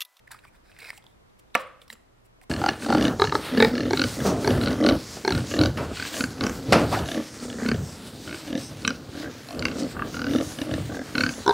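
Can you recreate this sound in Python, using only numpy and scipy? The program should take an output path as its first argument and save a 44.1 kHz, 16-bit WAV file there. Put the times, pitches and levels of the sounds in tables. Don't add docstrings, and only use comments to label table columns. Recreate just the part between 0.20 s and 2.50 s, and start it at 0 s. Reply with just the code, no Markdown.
import sys
import numpy as np
from scipy import signal
from scipy.fft import rfft, irfft
from scipy.io import wavfile
from scipy.ndimage import uniform_filter1d

SR = 44100
rng = np.random.default_rng(int(sys.argv[2]) if len(sys.argv) > 2 else 0)


def store_wav(level_fs):
    pcm = np.round(np.clip(np.atleast_2d(level_fs), -1, 1) * 32767)
    wavfile.write(sys.argv[1], SR, pcm.T.astype(np.int16))


def boost(x):
    u = np.asarray(x, float) / 20
    return 10 ** u


N = 101297


def unit(x):
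    return x / np.sqrt(np.mean(x ** 2))


def band(x, hz, width_hz):
    return signal.lfilter(*signal.iirpeak(hz, hz / width_hz, fs=SR), x)


def double_band(x, hz, width_hz):
    return band(band(x, hz, width_hz), hz, width_hz)


def colour(x, table):
    n = x.shape[-1]
    hz = np.arange(n // 2 + 1) * SR / n + 1
    points = np.array(table)
    gain = boost(np.interp(np.log(hz), np.log(points[:, 0]), points[:, 1]))
    return irfft(rfft(x) * gain, n)


def walk(rate):
    hold = int(SR / rate)
    return unit(uniform_filter1d(rng.standard_normal(N)[np.arange(N) // hold], hold))


def add(out, x, s):
    i = max(int(s * SR), 0)
    out[i:i + len(x)] += x[:N - i]


def fade(t, t60):
    return boost(-60 * t / max(t60, .002))


def place(x, pan_db):
    lag_s = .000016
    hz = np.arange(N // 2 + 1) * SR / N
    late = irfft(rfft(x) * np.exp(-2j * np.pi * hz * lag_s), N)
    return np.array([late * boost(pan_db / 2), x * boost(-pan_db / 2)])


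# frequency in Hz, density in dB per Hz.
AIR_MID = [(15, -30.5), (40, -7), (110, -6.5), (200, -11.5), (1200, -20), (2500, -28.5), (14300, -42),
           (15300, -61.5)]
# frequency in Hz, density in dB per Hz.
AIR_SIDE = [(15, -38), (25, -18.5), (76, -15.5), (384, -15.5), (476, -17), (531, -17), (1130, -22.5),
            (14000, -48), (16000, -66.5)]
# frequency in Hz, amplitude in dB.
HUM = [(29.3, -66.5), (58.6, -69.5), (118, -71)]
AIR_MID_DB, AIR_SIDE_DB = -58.5 - 4.5, -60.5


def air():
    t = np.arange(N) / SR
    mid = boost(AIR_MID_DB + .8 * walk(1.1)) * unit(colour(rng.standard_normal(N), AIR_MID))
    side = boost(AIR_SIDE_DB + .8 * walk(3.3)) * unit(colour(rng.standard_normal(N), AIR_SIDE))
    hum = sum(boost(db + 2.5 * walk(3.7)) * np.sin(2 * np.pi * hz * t) for hz, db in HUM)
    return mid + side * np.array([[1], [-1]]) + hum * boost(np.array([[-1.2], [1.2]]))


SLIPS_PER_S, SLIP_SCATTER_DB = 2800, 2.6


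def slips():
    chance, sign, size = rng.random((3, N))
    happens = chance < SLIPS_PER_S / SR
    return unit(happens * np.sign(sign - .5) * boost(-SLIP_SCATTER_DB * np.log(size + 1e-9)))


# frequency in Hz, density in dB per Hz.
SKIN = [(300, -26), (1000, -14.5), (2500, -0.5), (4800, -8.5), (6500, -9.5), (8500, -9), (12000, -18),
        (16000, -19.5)]


def skin_hiss(grains):
    return np.diff(colour(grains, SKIN), prepend=0)


# centre in seconds, length in
# seconds, level in dB, ring in Hz, ring in dB.
BRUSHES = [(0.12, 0.017, -56, 1710, 2), (0.28, 0.026, -63, 2390, 4), (.778, 0.009, -48.5, 3000, 0),
           (.765, .04, -58, 8100, -7), (.735, 0.037, -60, 9400, -8), (0.89, 0.1, -72, 3680, -1),
           (1.196, 0.013, -56, 4200, -24), (1.407, 0.029, -50, 7400, -19), (1.63, 0.042, -63, 2460, -6),
           (1.7285, 0.004, -51.5, 5000, 6), (1.729, 0.0045, -55.5, 7650, 5), (1.73, 0.0055, -58, 3040, 6),
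           (1.682, 0.0058, -65, 1070, 10), (1.733, .014, -47, 7800, -21), (1.709, 0.022, -49.5, 2200, -7),
           (2.058, 0.023, -64.5, 2800, -9), (2.233, .018, -60, 5500, -29),
           (0.0772, 0.0077, -60.5, 1820, 16.5), (0.241, 0.0065, -70, 1700, 15.5),
           (0.595, .008, -59.5, 2430, 10.5), (0.604, 0.016, -58.5, 4600, 3.5),
           (0.622, .008, -57.5, 2350, 16), (0.633, .005, -56.5, 2400, 14), (0.647, 0.0075, -56, 2300, 15),
           (.655, .012, -60, 2400, 13.5), (.61, 0.019, -63, 2550, 10), (.692, .008, -58, 2050, 15),
           (0.674, .006, -57, 2200, 14), (0.59, .006, -49.5, 2000, 2), (0.6, .006, -69.5, 2400, 16.5),
           (0.67, .006, -69.5, 2200, 16.5), (.526, .012, -74, 2540, 17), (0.5, 0.031, -79, 1600, 16.5),
           (.698, 0.009, -62, 4900, 14.5), (0.63, 0.0071, -58, 1700, 14), (.19, 0.0067, -68.5, 2500, 11.5),
           (.51, .03, -76, 600, 14), (.704, .003, -52, 4900, 8), (.607, .005, -60, 4400, 10),
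           (.684, .004, -56, 4000, 6), (.67, .012, -62, 5000, 9), (.843, .004, -70, 900, 14),
           (.867, .004, -72, 900, 14), (1.1, .006, -77, 3600, 10), (1.304, .005, -76, 3600, 6),
           (1.472, .012, -68, 9000, 0), (1.377, .004, -54, 6000, 8), (1.3435, .002, -62, 2800, 14)]
CATCH_Q = 5


def scuffs():
    t, out = np.arange(N) / SR, np.zeros(N)
    grains = slips() + rng.standard_normal(N)
    hiss = unit(skin_hiss(grains))
    for s, length_s, db, hz, ring_db in BRUSHES:
        swell = np.exp(-(2 * (t - s) / length_s) ** 2)
        ring = unit(double_band(grains, hz, hz / CATCH_Q))
        out = out + boost(db) * swell * (hiss + boost(ring_db) * ring)
    return out


# time in seconds, level in dB.
RUB_TURN = [
    (0.09, -53),
    (0.098, -80),
    (0.112, -42.5),
    (0.222, -69),
    (0.246, -51.5),
    (0.302, -88),
    (0.352, -59),
    (0.42, -77),
]
# time in seconds, level in dB.
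RUB_PULL = [(.435, -75), (.45, -62.5), (.49, -62.5), (.512, -57.5), (.54, -62), (.583, -60), (.605, -50),
            (.7, -44), (.716, -58), (.76, -60.5), (.82, -79)]
# frequency in Hz, width in Hz, level in dB.
TURN_BODY = [(960, 210, 3), (1348, 250, -1.5), (1710, 750, 3), (2500, 170, -3.5), (3600, 750, -7),
             (4700, 500, -6)]
# frequency in Hz, width in Hz, level in dB.
PULL_BODY = [(710, 890, -7), (1627, 290, 3), (2200, 280, -1), (2500, 150, 1), (3940, 520, -5),
             (4895, 750, -6.5)]
CATCH_PER_S, CATCH_DB = 120, 2.4
RUB_HISS_DB, RUB_TRIM_DB = -6.5, -2


def rub(pressure, body):
    points, grains = np.array(pressure), slips()
    shell = np.zeros(N)
    for k, (hz, width_hz, db) in enumerate(body):
        mode = band(band(grains, hz, width_hz), hz, 2 * width_hz)
        shell = shell + (-1) ** k * boost(db + CATCH_DB * walk(CATCH_PER_S)) * mode
    hiss = unit(skin_hiss(grains))
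    db = np.interp(np.arange(N) / SR, points[:, 0], points[:, 1], left=-120, right=-120)
    level = boost(db + RUB_TRIM_DB + CATCH_DB * walk(CATCH_PER_S) / 2)
    return level * (unit(shell) + boost(RUB_HISS_DB) * hiss)


# start in seconds, level in dB, ring in Hz, t60 in seconds, treble in dB.
TICKS = [(.107, -40, 967, 0.017, -20), (0.115, -39.5, 1660, 0.04, 9.5), (0.145, -37.5, 1300, 0.046, -12),
         (.190, -46, 3600, 0.025, -7), (.251, -39, 1016, 0.024, -13), (.564, -40.5, 2140, 0.029, -20),
         (.689, -33, 4700, 0.012, -9), (0.7036, -22, 1980, 0.015, -7), (0.7305, -54, 3000, 0.008, 1.5),
         (0.824, -50, 3470, 0.023, -24), (.841, -46, 3460, 0.012, 0), (0.866, -39, 3450, 0.0051, -23),
         (1.3454, -26.5, 3640, 0.018, -18), (1.6165, -40, 3600, 0.033, -2), (1.679, -45, 5190, 0.033, -2),
         (1.7014, -25.5, 3920, 0.012, -17), (1.7017, -27.5, 1900, 0.012, -21),
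         (1.7266, -35, 1684, 0.034, -8), (1.754, -48, 1200, 0.014, -17), (2.186, -51, 560, 0.08, -25),
         (2.214, -45.5, 1956, 0.025, 0), (2.237, -51, 2300, 0.032, 3)]
TICK_PUSH_S, TICK_RISE_S, TICK_Q = 0.00059, 0.00026, 6


def ticks():
    t, out = np.arange(SR // 10) / SR, np.zeros(N)
    rise = 1 - np.exp(-t / TICK_RISE_S)
    for s, db, hz, t60, treble_db in TICKS:
        contact, scrape = rng.standard_normal((2, len(t)))
        ring = band(contact * np.exp(-t / TICK_PUSH_S), hz, hz / TICK_Q)
        ring = ring + band(scrape * fade(t, t60), hz, hz / TICK_Q) / 2
        treble = np.diff(colour(scrape, SKIN) * fade(t, t60), prepend=0)
        tick = ring / abs(ring).max() + boost(treble_db) * treble / abs(treble).max()
        add(out, boost(db) * rise * tick, s)
    return out


# centre in seconds,
# level in dB, pulse in Hz.
SNAPS = [(.1135, -39, 3000), (.1468, -41, 1590), (.2515, -43, 1800), (.5172, -38.5, 2200),
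         (.5661, -43, 2000), (.5936, -39, 3000), (.6205, -42, 1200), (.7313, -37, 1100), (.7375, -48, 1000),
         (1.3035, -54, 2500), (1.354, -47, 75), (1.3455, -26, 3600), (0.8417, -41, 3500),
         (2.2143, -52, 4000), (2.2372, -50, 5000), (1.6168, -41, 4000), (.7785, -42, 3000),
         (1.7549, -45.5, 2000)]


def snaps():
    t, out = np.arange(N) / SR, np.zeros(N)
    for s, db, hz in SNAPS:
        u = (np.pi * hz * (t - s)) ** 2
        out = out - boost(db) * (1 - 2 * u) * np.exp(-u)
    return out


# start in seconds, level in dB, ring in Hz, t60 in seconds.
THUDS = [
    (0.622, -51, 470, 0.016),
    (.684, -53, 920, 0.0074),
    (.779, -48.5, 802, 0.016),
    (1.619, -53, 490, .03),
    (1.702, -45, 800, 0.015),
    (1.703, -54.5, 223, 0.076),
    (1.727, -49, 490, .05),
    (1.727, -56.5, 221, 0.049),
    (2.216, -54, 733, 0.065),
    (2.235, -54.5, 994, 0.051),
]
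THUD_Q = 5.1


def thuds():
    t, out = np.arange(SR // 10) / SR, np.zeros(N)
    for s, db, hz, t60 in THUDS:
        ring = double_band(rng.standard_normal(len(t)) * fade(t, t60), hz, hz / THUD_Q)
        add(out, boost(db) * ring / abs(ring).max(), s)
    return out


# frequency in Hz, level in dB, t60 in seconds.
SHELL = [(210, -24.5, 0.12), (262, -15, 0.059), (517, -10.5, .06), (711.6, -3.5, .05), (939, -8.5, .06),
         (1165, -5.5, .065), (1338, 1.5, .033), (1766, -2, .04), (1935, -3, 0.025), (2200, 13, 0.01),
         (2510, 4, 0.019), (2870, -6.5, .03), (5810, -8.5, .016), (7880, -15, .018)]
# frequency in Hz, level in dB, t60 in seconds.
TRAY = [(518, -30.5, 0.6), (478, -28, .25), (328, -27, .13), (554, -19, 0.17), (1097, -37.5, .5),
        (1162, -30, 0.5), (1266, -33, .5), (1676, -37, .4), (1794, -37, .5), (2560, -38, 0.36)]
# frequency in Hz, density in dB per Hz.
CRACK = [(2000, -6), (4000, 1.5), (9000, -1.5), (13000, -5.5), (16000, -9)]
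KNOCK_S, KNOCK_DB, KNOCK_PUSH_S, KNOCK_PAN_DB = 1.3508, -5, .0013, -3.5
CRACK_DB, CRACK_T60_S, CRACK_WIDTH = -26.5, 0.03, .45
SPLIT_DB, SPLIT_S, SPLIT_LENGTH_S = -14, .0009, .0008
RIM_HZ = 1500


def knock():
    t = np.arange(SR // 2) / SR
    body, mid, side = np.zeros((3, N))
    ring = np.zeros(len(t))
    for hz, db, t60 in [*SHELL, *TRAY]:
        ring = ring + np.sign(RIM_HZ - hz) * boost(db) * fade(t, t60) * np.sin(2 * np.pi * hz * t)
    push = 1 - np.exp(-t / KNOCK_PUSH_S)
    noise = colour(rng.standard_normal(len(t)), CRACK)
    split = boost(SPLIT_DB) * np.exp(-((t - SPLIT_S) / SPLIT_LENGTH_S) ** 2)
    crack = push * (boost(CRACK_DB) * fade(t, CRACK_T60_S) + split)
    add(body, boost(KNOCK_DB) * ring / 2 * push, KNOCK_S)
    add(mid, crack * noise, KNOCK_S)
    add(side, crack * noise[::-1], KNOCK_S)
    return place(body + mid, KNOCK_PAN_DB) + CRACK_WIDTH * side * np.array([[1], [-1]])


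# frequency in Hz, t60 in seconds.
ROOM = [(200, 0.083), (500, 0.52), (1100, .6), (2200, 0.4), (4000, 0.18), (8000, 0.38)]
ROOM_LATE_S, ROOM_LIKENESS, ROOM_Q = 0.002, 0.77, 1.4


def room(x, db, tint):
    t = np.arange(SR) / SR
    noise = colour(rng.standard_normal((3, SR)), tint)
    noise = np.sqrt(ROOM_LIKENESS) * noise[0] + np.sqrt(1 - ROOM_LIKENESS) * noise[1:]
    tail = sum(band(noise, hz, hz / ROOM_Q) * fade(t, t60) for hz, t60 in ROOM)
    tail = tail * (1 - np.exp(-(t / ROOM_LATE_S) ** 2))
    tail = tail / np.sqrt(np.sum(tail ** 2) / 2)
    return boost(db) * signal.fftconvolve(x[None], tail)[:, :N]


def microphone(near):
    return near - .75 * band(near, 6450, 1100)


# frequency in Hz, density in dB per Hz.
KNOCK_FAR = [(88, -39.5), (175, -13), (410, -20), (535, -2), (928, -16.5), (1140, -5), (1460, -10.5),
             (2590, -13.5), (14000, -45.5)]
KNOCK_ROOM_DB, HANDS_ROOM_DB, HANDS_PAN_DB = 1, -16.5, -2


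def scene():
    hands = scuffs() + rub(RUB_TURN, TURN_BODY) + rub(RUB_PULL, PULL_BODY) + ticks() + snaps() + thuds()
    blow = 1. * (np.arange(N) == int(KNOCK_S * SR))
    near = place(hands, HANDS_PAN_DB) + knock()
    near = near + room(hands, HANDS_ROOM_DB, [(1000, 1), (16000, 2)])
    near = near + room(blow, KNOCK_ROOM_DB, KNOCK_FAR)
    return microphone(near) + air()


def band_limit(x):
    return signal.sosfilt(signal.butter(12, 16690, fs=SR, output="sos"), x)


def record(dry):
    top_hz = 16050
    cut = signal.sosfilt(signal.ellip(10, .3, 70, top_hz, fs=SR, output="sos"), dry)
    return band_limit(cut)


dry = scene()
out = record(dry)
store_wav(out)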